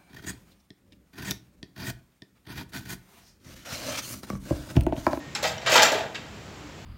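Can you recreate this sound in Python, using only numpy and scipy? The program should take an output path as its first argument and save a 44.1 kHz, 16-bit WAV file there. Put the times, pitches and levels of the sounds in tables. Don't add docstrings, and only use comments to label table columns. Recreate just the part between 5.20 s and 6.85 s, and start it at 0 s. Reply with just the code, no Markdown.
import sys
import numpy as np
from scipy import signal
from scipy.fft import rfft, irfft, next_fast_len
from scipy.io import wavfile
from scipy.ndimage import uniform_filter1d

SR = 44100
rng = np.random.default_rng(int(sys.argv[2]) if len(sys.argv) > 2 else 0)


def wav_record(signal):
    frames = np.transpose(np.atleast_2d(signal))
    bounded = np.clip(frames, -1, 1)
    quanta = np.round(bounded * 32767).astype(np.int16)
    wavfile.write(sys.argv[1], SR, quanta)


def boost_factor(decibels):
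    exponent = np.asarray(decibels, float) / 20
    return 10 ** exponent


N = 72765
POSITIONS = 4


def unit(x):
    return x / np.sqrt(np.mean(x ** 2) + 1e-30)


def colour(x, points):
    size = next_fast_len(2 * x.shape[-1])
    curve = np.array(points, float)
    hz = np.maximum(np.arange(size // 2 + 1) * SR / size, 1)
    gain = boost_factor(np.interp(np.log(hz), np.log(curve[:, 0]), curve[:, 1]))
    return irfft(rfft(x, size) * gain, size)[..., :x.shape[-1]]


def band(x, lo_hz, hi_hz):
    edges = [lo_hz, min(hi_hz, .45 * SR)]
    return signal.sosfilt(signal.butter(2, edges, "band", fs=SR, output="sos"), x)


def add(out, x, at_s):
    i = int(at_s * SR)
    out[i:i + len(x)] += x[:len(out) - i]


def decay(t, t60):
    return np.exp(-np.log(1000) * t / t60)


def walk(rate):
    k = int(SR / rate)
    steps = np.repeat(rng.standard_normal(N // k + 1), k)
    return 1.8 * uniform_filter1d(uniform_filter1d(steps, k), k)[:N]


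def hum():
    # pitch_hz, level_db (per Hz)
    spectrum = [(30, -36), (64, -8), (150, -4), (300, -8.5), (500, -10.5), (1000, -13), (3000, -15),
                (16000, -27.5)]
    level_db, swell_db, flicker_db = -42.5, .8, 1.
    out, swell = 0, walk(4.06)
    for hz in 32 * 2. ** np.arange(0, 9.5, .5):
        depth = np.clip(300 / hz, .3, 1)
        wobble_db = depth * (swell_db * swell + flicker_db * walk(12))
        out = out + boost_factor(wobble_db) * band(rng.standard_normal(N), hz / 1.2, hz * 1.2)
    return boost_factor(level_db) * unit(colour(out, spectrum))


def old_ring():
    # pitch_hz, level_db, t60_s
    tones = [
        (1850, -46, .6),
        (296, -46, .4),
    ]
    t = np.arange(N) / SR
    return sum(boost_factor(db) * np.sin(2 * np.pi * hz * t) * decay(t, t60) for hz, db, t60 in tones)


def clicks(size):
    per_s, scatter_db = 11000, 2
    chance, sign, strength = rng.random((3, size))
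    hits = chance < per_s / SR
    return unit(hits * np.sign(sign - .5) * boost_factor(-scatter_db * np.log(1 - strength)))


def chatter(length_s, size=4096):
    rise_s = .0035
    t = np.arange(size) / SR
    return clicks(size) * (1 - np.exp(-t / rise_s)) * np.exp(-t / max(length_s, .001))


def ring(modes, crack, crack_db, size=8192):
    scatter_db, detune = 2.5, .01
    t = np.arange(size) / SR
    hz, db, t60 = np.array(modes, float).T[:, :, None]
    level_luck, pitch_luck = rng.standard_normal((2, len(modes), 1))
    tones = boost_factor(db + scatter_db * level_luck) * np.sin(2 * np.pi * hz * (1 + detune * pitch_luck) * t)
    sign = (-1) ** np.arange(len(modes))[:, None]
    tones = np.sum(sign * tones * decay(t, t60), axis=0)
    snap = band(np.arange(size) == 0, *crack)
    return (unit(tones) + boost_factor(crack_db) * unit(snap)) / np.sqrt(size)


def parts(rib_db, metal_db):
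    # pitch_hz, level_db, t60_s
    rib_modes = [(1340, -3, .04), (1590, -2, .04), (1730, -2, .04), (1860, 0, .045), (2140, 0, .04),
                 (2300, -1, .04), (2430, -1, .04), (2570, -1, .04), (2760, 0, .045), (3040, -2, .035),
                 (3230, -1, .035), (3500, -3, .03), (3760, -2, .03)]
    # pitch_hz, level_db, t60_s
    metal_modes = [(4050, -2, .04), (4450, -4, .03), (4650, -4, .03), (5330, -1, .035), (5750, -3, .04),
                   (6350, -4, .03), (6870, -4, .035), (7150, -5, .03), (7500, -5, .025), (10120, -4, .025),
                   (12500, -5, .02)]
    ribs = boost_factor(rib_db - 1) * ring(rib_modes, (1250, 4400), crack_db=11)
    metal = boost_factor(metal_db - 1.5) * ring(metal_modes, (3900, 16000), crack_db=12)
    return ribs - metal


def contacts(tracks):
    # start_s, rib_level_db, metal_level_db, chatter_length_s
    touches = [(.150, -31.5, -38, 0.013), (.226, -35.5, -26, 0.0091), (.237, -26.5, -66, 0.013),
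               (.249, -34, -35, 0.014), (.271, -36.5, -32.5, 0.011), (.292, -58, -47, 0.004),
               (.364, -44, -63, 0.0051), (.380, -42, -69, 0.0069), (.413, -46, -57, 0.02),
               (.460, -26.5, -40, 0.016), (.472, -22, -47, 0.0085), (.494, -42, -28.5, 0.014),
               (.516, -27, -21, 0.0072), (.526, -40, -26, 0.013), (.540, -25, -21.5, 0.0063),
               (.554, -22, -18, 0.013), (.576, -16.5, -42, 0.01), (.597, -30, -52, 0.023),
               (.620, -13, -14, 0.0045), (.629, -12, -14, 0.005), (.655, -18, -47, 0.005),
               (.718, -35, -28.5, 0.0091), (.738, -35, -53, 0.019), (.783, -46, -45.5, 0.014),
               (.805, -28, -62, 0.0035), (.945, -35, -52, 0.0087), (.953, -30.5, -52, 0.0048)]
    for k, (start_s, rib_db, metal_db, length_s) in enumerate(touches):
        touch = signal.fftconvolve(chatter(length_s), parts(rib_db, metal_db))
        add(tracks[k % POSITIONS], touch, start_s)


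def ping(hz, db, t60, rise_s, size=16384):
    t = np.arange(size) / SR
    return boost_factor(db) * np.sin(2 * np.pi * hz * t) * decay(t, t60) * (1 - np.exp(-t / rise_s))


def latch_pings(track):
    # start_s, pitch_hz, level_db, t60_s
    strikes = [(.1505, 7600, -16, 0.012), (0.15, 10150, -21, 0.024), (0.15, 5370, -19, 0.044),
               (.158, 6600, -36, 0.18), (0.15, 4040, -25, 0.058), (0.15, 3280, -34, .08),
               (0.38, 5700, -26, 0.023), (0.42, 4400, -37, 0.022), (.380, 3000, -33, 0.07),
               (0.27, 4900, -25, .1), (0.24, 7180, -18.5, 0.015), (0.25, 2640, -28, .05),
               (0.48, 7260, -19, 0.023), (.540, 8200, -10, 0.023), (0.62, 10300, -28, .04)]
    for start_s, hz, db, t60 in strikes:
        add(track, ping(hz, db, t60, rise_s=0.00026), start_s)


def edge_ticks(tracks):
    # start_s, level_db, pitch_hz
    catches = [(.1517, -22, 7500), (.1541, -27, 1800), (.1567, -22, 5300), (.2276, -25, 7100),
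               (.2441, -20, 2100), (.2961, -28, 2200), (.3347, -32, 2200), (.3814, -34, 2900),
               (.3931, -34, 2700), (.4159, -34, 2800), (.4207, -34, 2200), (.4648, -19, 1800),
               (.4755, -14, 2300), (.4789, -21, 3900), (.4961, -20, 5100), (.5017, -20, 3500),
               (.5609, -10, 1500), (.5685, -11, 1100), (.5785, -13, 4200), (.6015, -15, 2300),
               (.6138, -14, 1300), (.6215, -11, 5100), (.6292, -11, 5000), (.6345, -11, 2600),
               (.6525, -14, 2900), (.6615, -16, 2800), (.7458, -21, 1700), (.7855, -25, 2200),
               (.8417, -30, 1500), (.9455, -34, 1700), (.9535, -28, 4000), (.9576, -31, 3800),
               (.9602, -25, 2800), (.9899, -35, 2600), (1.0095, -37, 2600)]
    for k, (start_s, db, hz) in enumerate(catches):
        tick = ping(hz, db + 2, 10 / hz, rise_s=0.0001, size=2048)
        add(tracks[k % POSITIONS], tick, start_s)


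def thump(db, hz, length_s):
    # pitch_hz, level_db, t60_s
    body_modes = [(225, -6, .06), (290, -6, .05), (422, -4, .05), (487, -2, .045), (565, -2, .045),
                  (644, -2, .08), (760, -2, .05), (842, 0, .07), (964, -1, .05), (1166, -2, .045),
                  (1225, -2, .045), (1319, -1, .06)]
    body_db, chatter_db, push, spot_octaves = -4, -7, 14, .38
    modes = []
    for f, g, t60 in body_modes:
        octaves_off = np.log2(f / hz) / spot_octaves
        modes.append((f, g - 6 * octaves_off ** 2, t60))
    blow = boost_factor(chatter_db) * chatter(length_s)
    blow[0] += push
    shell = ring(modes, (hz / 1.7, hz * 1.76), crack_db=-5)
    return boost_factor(db + body_db) * signal.fftconvolve(blow, shell)


def thumps(tracks):
    # start_s, level_db, favoured_pitch_hz, chatter_length_s
    blows = [(.156, -30, 1160, 0.048), (.228, -26.5, 633, 0.0071), (.244, -24.5, 640, 0.0043),
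             (.255, -25, 790, 0.0065), (.300, -46, 660, 0.0071), (.365, -61, 580, 0.0077),
             (.428, -34, 700, 0.054), (.464, -24, 524, 0.063), (.492, -19.5, 760, 0.015),
             (.524, -18.5, 497, 0.011), (.540, -18, 646, 0.0022), (.553, -14.5, 950, 0.0038),
             (.556, -10.5, 1130, 0.011), (.567, -14, 937, 0.0034), (.583, -25.5, 274, 0.012),
             (.582, -17.5, 1020, 0.04), (.597, -16, 770, 0.027), (.608, -35, 860, 0.0047),
             (.629, -17.5, 650, 0.011), (.654, -23, 1320, 0.003), (.682, -29, 643, 0.0041),
             (.718, -27, 476, 0.0054), (.729, -21, 650, 0.0074), (.750, -35, 425, 0.0082),
             (.778, -28, 670, 0.012), (.808, -33, 633, 0.0033), (.856, -42, 606, 0.0058)]
    for k, (start_s, db, hz, length_s) in enumerate(blows):
        add(tracks[k % POSITIONS], thump(db, hz, length_s), start_s)


def shell_rings(track):
    # start_s, pitch_hz, level_db, t60_s
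    left_ringing = [(.228, 576, -27, 0.13), (.243, 494, -27.5, 0.098), (.247, 773, -23.5, 0.11),
                    (.254, 626, -33, 0.24), (.288, 733, -32, 0.073), (.466, 562, -48, .08),
                    (.468, 1268, -26, 0.19), (.498, 846, -39, 0.13), (.524, 610.6, -17.5, .11),
                    (.552, 1320, -15, 0.064), (.556, 954, -11, 0.076), (.558, 497, -12, 0.06),
                    (.590, 873, -11, 0.035), (.603, 862, -17, 0.13), (.630, 650, -12.5, 0.043),
                    (.649, 1343, -11.5, 0.052), (.692, 624, -34, 0.053), (.717, 580, -11.5, 0.039),
                    (.720, 294, -27, 0.042), (.721, 870, -23.5, 0.17), (.730, 646.4, -20.5, 0.11),
                    (.750, 416.7, -22.5, 0.081), (.782, 672, -39, .12), (.807, 650, -26, 0.11),
                    (.858, 633, -29.5, 0.05), (.953, 1665, -32, 0.043), (.953, 3770, -24.5, 0.036),
                    (.955, 2210, -30, 0.052), (.957, 2748, -26, 0.056)]
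    for start_s, hz, db, t60 in left_ringing:
        add(track, ping(hz, db, t60, rise_s=.002), start_s)


def drag():
    # start_s, pressure_db
    pressure = [
        (0.451, -39),
        (0.466, -36.5),
        (.51, -24.5),
        (.56, -20),
        (.61, -25),
        (.66, -50),
        (.72, -38),
        (0.798, -39),
        (.88, -63),
    ]
    time_s, pressure_db = np.array(pressure).T
    force_db = np.interp(np.arange(N) / SR, time_s, pressure_db, left=-120, right=-120)
    force = clicks(N) * boost_factor(force_db)
    return signal.fftconvolve(force, parts(rib_db=-8.0, metal_db=-48))[:N]


def far_boom(track):
    # start_s, pitch_hz, level_db, length_s
    boom = (1.40, 297, -47, .11)
    start_s, hz, db, length_s = boom
    t = np.arange(N) / SR
    swell = np.sin(np.pi * np.clip(t / length_s, 0, 1))
    add(track, boost_factor(db) * np.sin(2 * np.pi * hz * t) * swell, start_s)


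def case():
    tracks = np.zeros((POSITIONS + 1, N))
    add(tracks[0], old_ring(), 0)
    contacts(tracks)
    latch_pings(tracks[-1])
    edge_ticks(tracks)
    thumps(tracks)
    shell_rings(tracks[-1])
    add(tracks[3], drag(), 0)
    far_boom(tracks[2])
    return band(tracks, 115, 24000)


def room(x):
    # pitch_hz, t60_s
    decay_curve = [(200, 0.91), (700, 0.58), (2000, 0.45), (5000, 0.28), (12000, 0.32)]
    level_db, gap_s, build_s = -3.5, 0.0055, 0.00075
    t, curve, tail = np.arange(SR) / SR, np.array(decay_curve), 0
    for hz in 90 * 2. ** np.arange(8):
        t60 = np.interp(np.log(hz), np.log(curve[:, 0]), curve[:, 1])
        octave = band(rng.standard_normal(SR), hz / np.sqrt(2), hz * np.sqrt(2))
        tail = tail + octave * decay(t, t60)
    tail = tail * (1 - np.exp(-np.maximum(t - gap_s, 0) / build_s))
    return x + boost_factor(level_db) * signal.fftconvolve(x, unit(tail) / np.sqrt(SR))[:N]


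def scene():
    to_walls = 0.45
    *spread, rings = case()
    spread[1] = spread[1] + to_walls * rings
    in_room = sum(room(x) for x in spread)
    return (in_room + (1 - to_walls) * rings + hum())[None]


def band_limit(x):
    return signal.sosfilt(signal.butter(12, 16660, fs=SR, output="sos"), x)


def record(dry):
    # pitch_hz, level_db
    mic_curve = [(30, 8), (6000, -5.5), (7500, -3.5), (8100, -10), (8800, -20), (9500, -17), (12500, -15.5),
                 (15800, -15), (16400, -50)]
    return band_limit(colour(dry, mic_curve))


dry = scene()
out = record(dry)
wav_record(out)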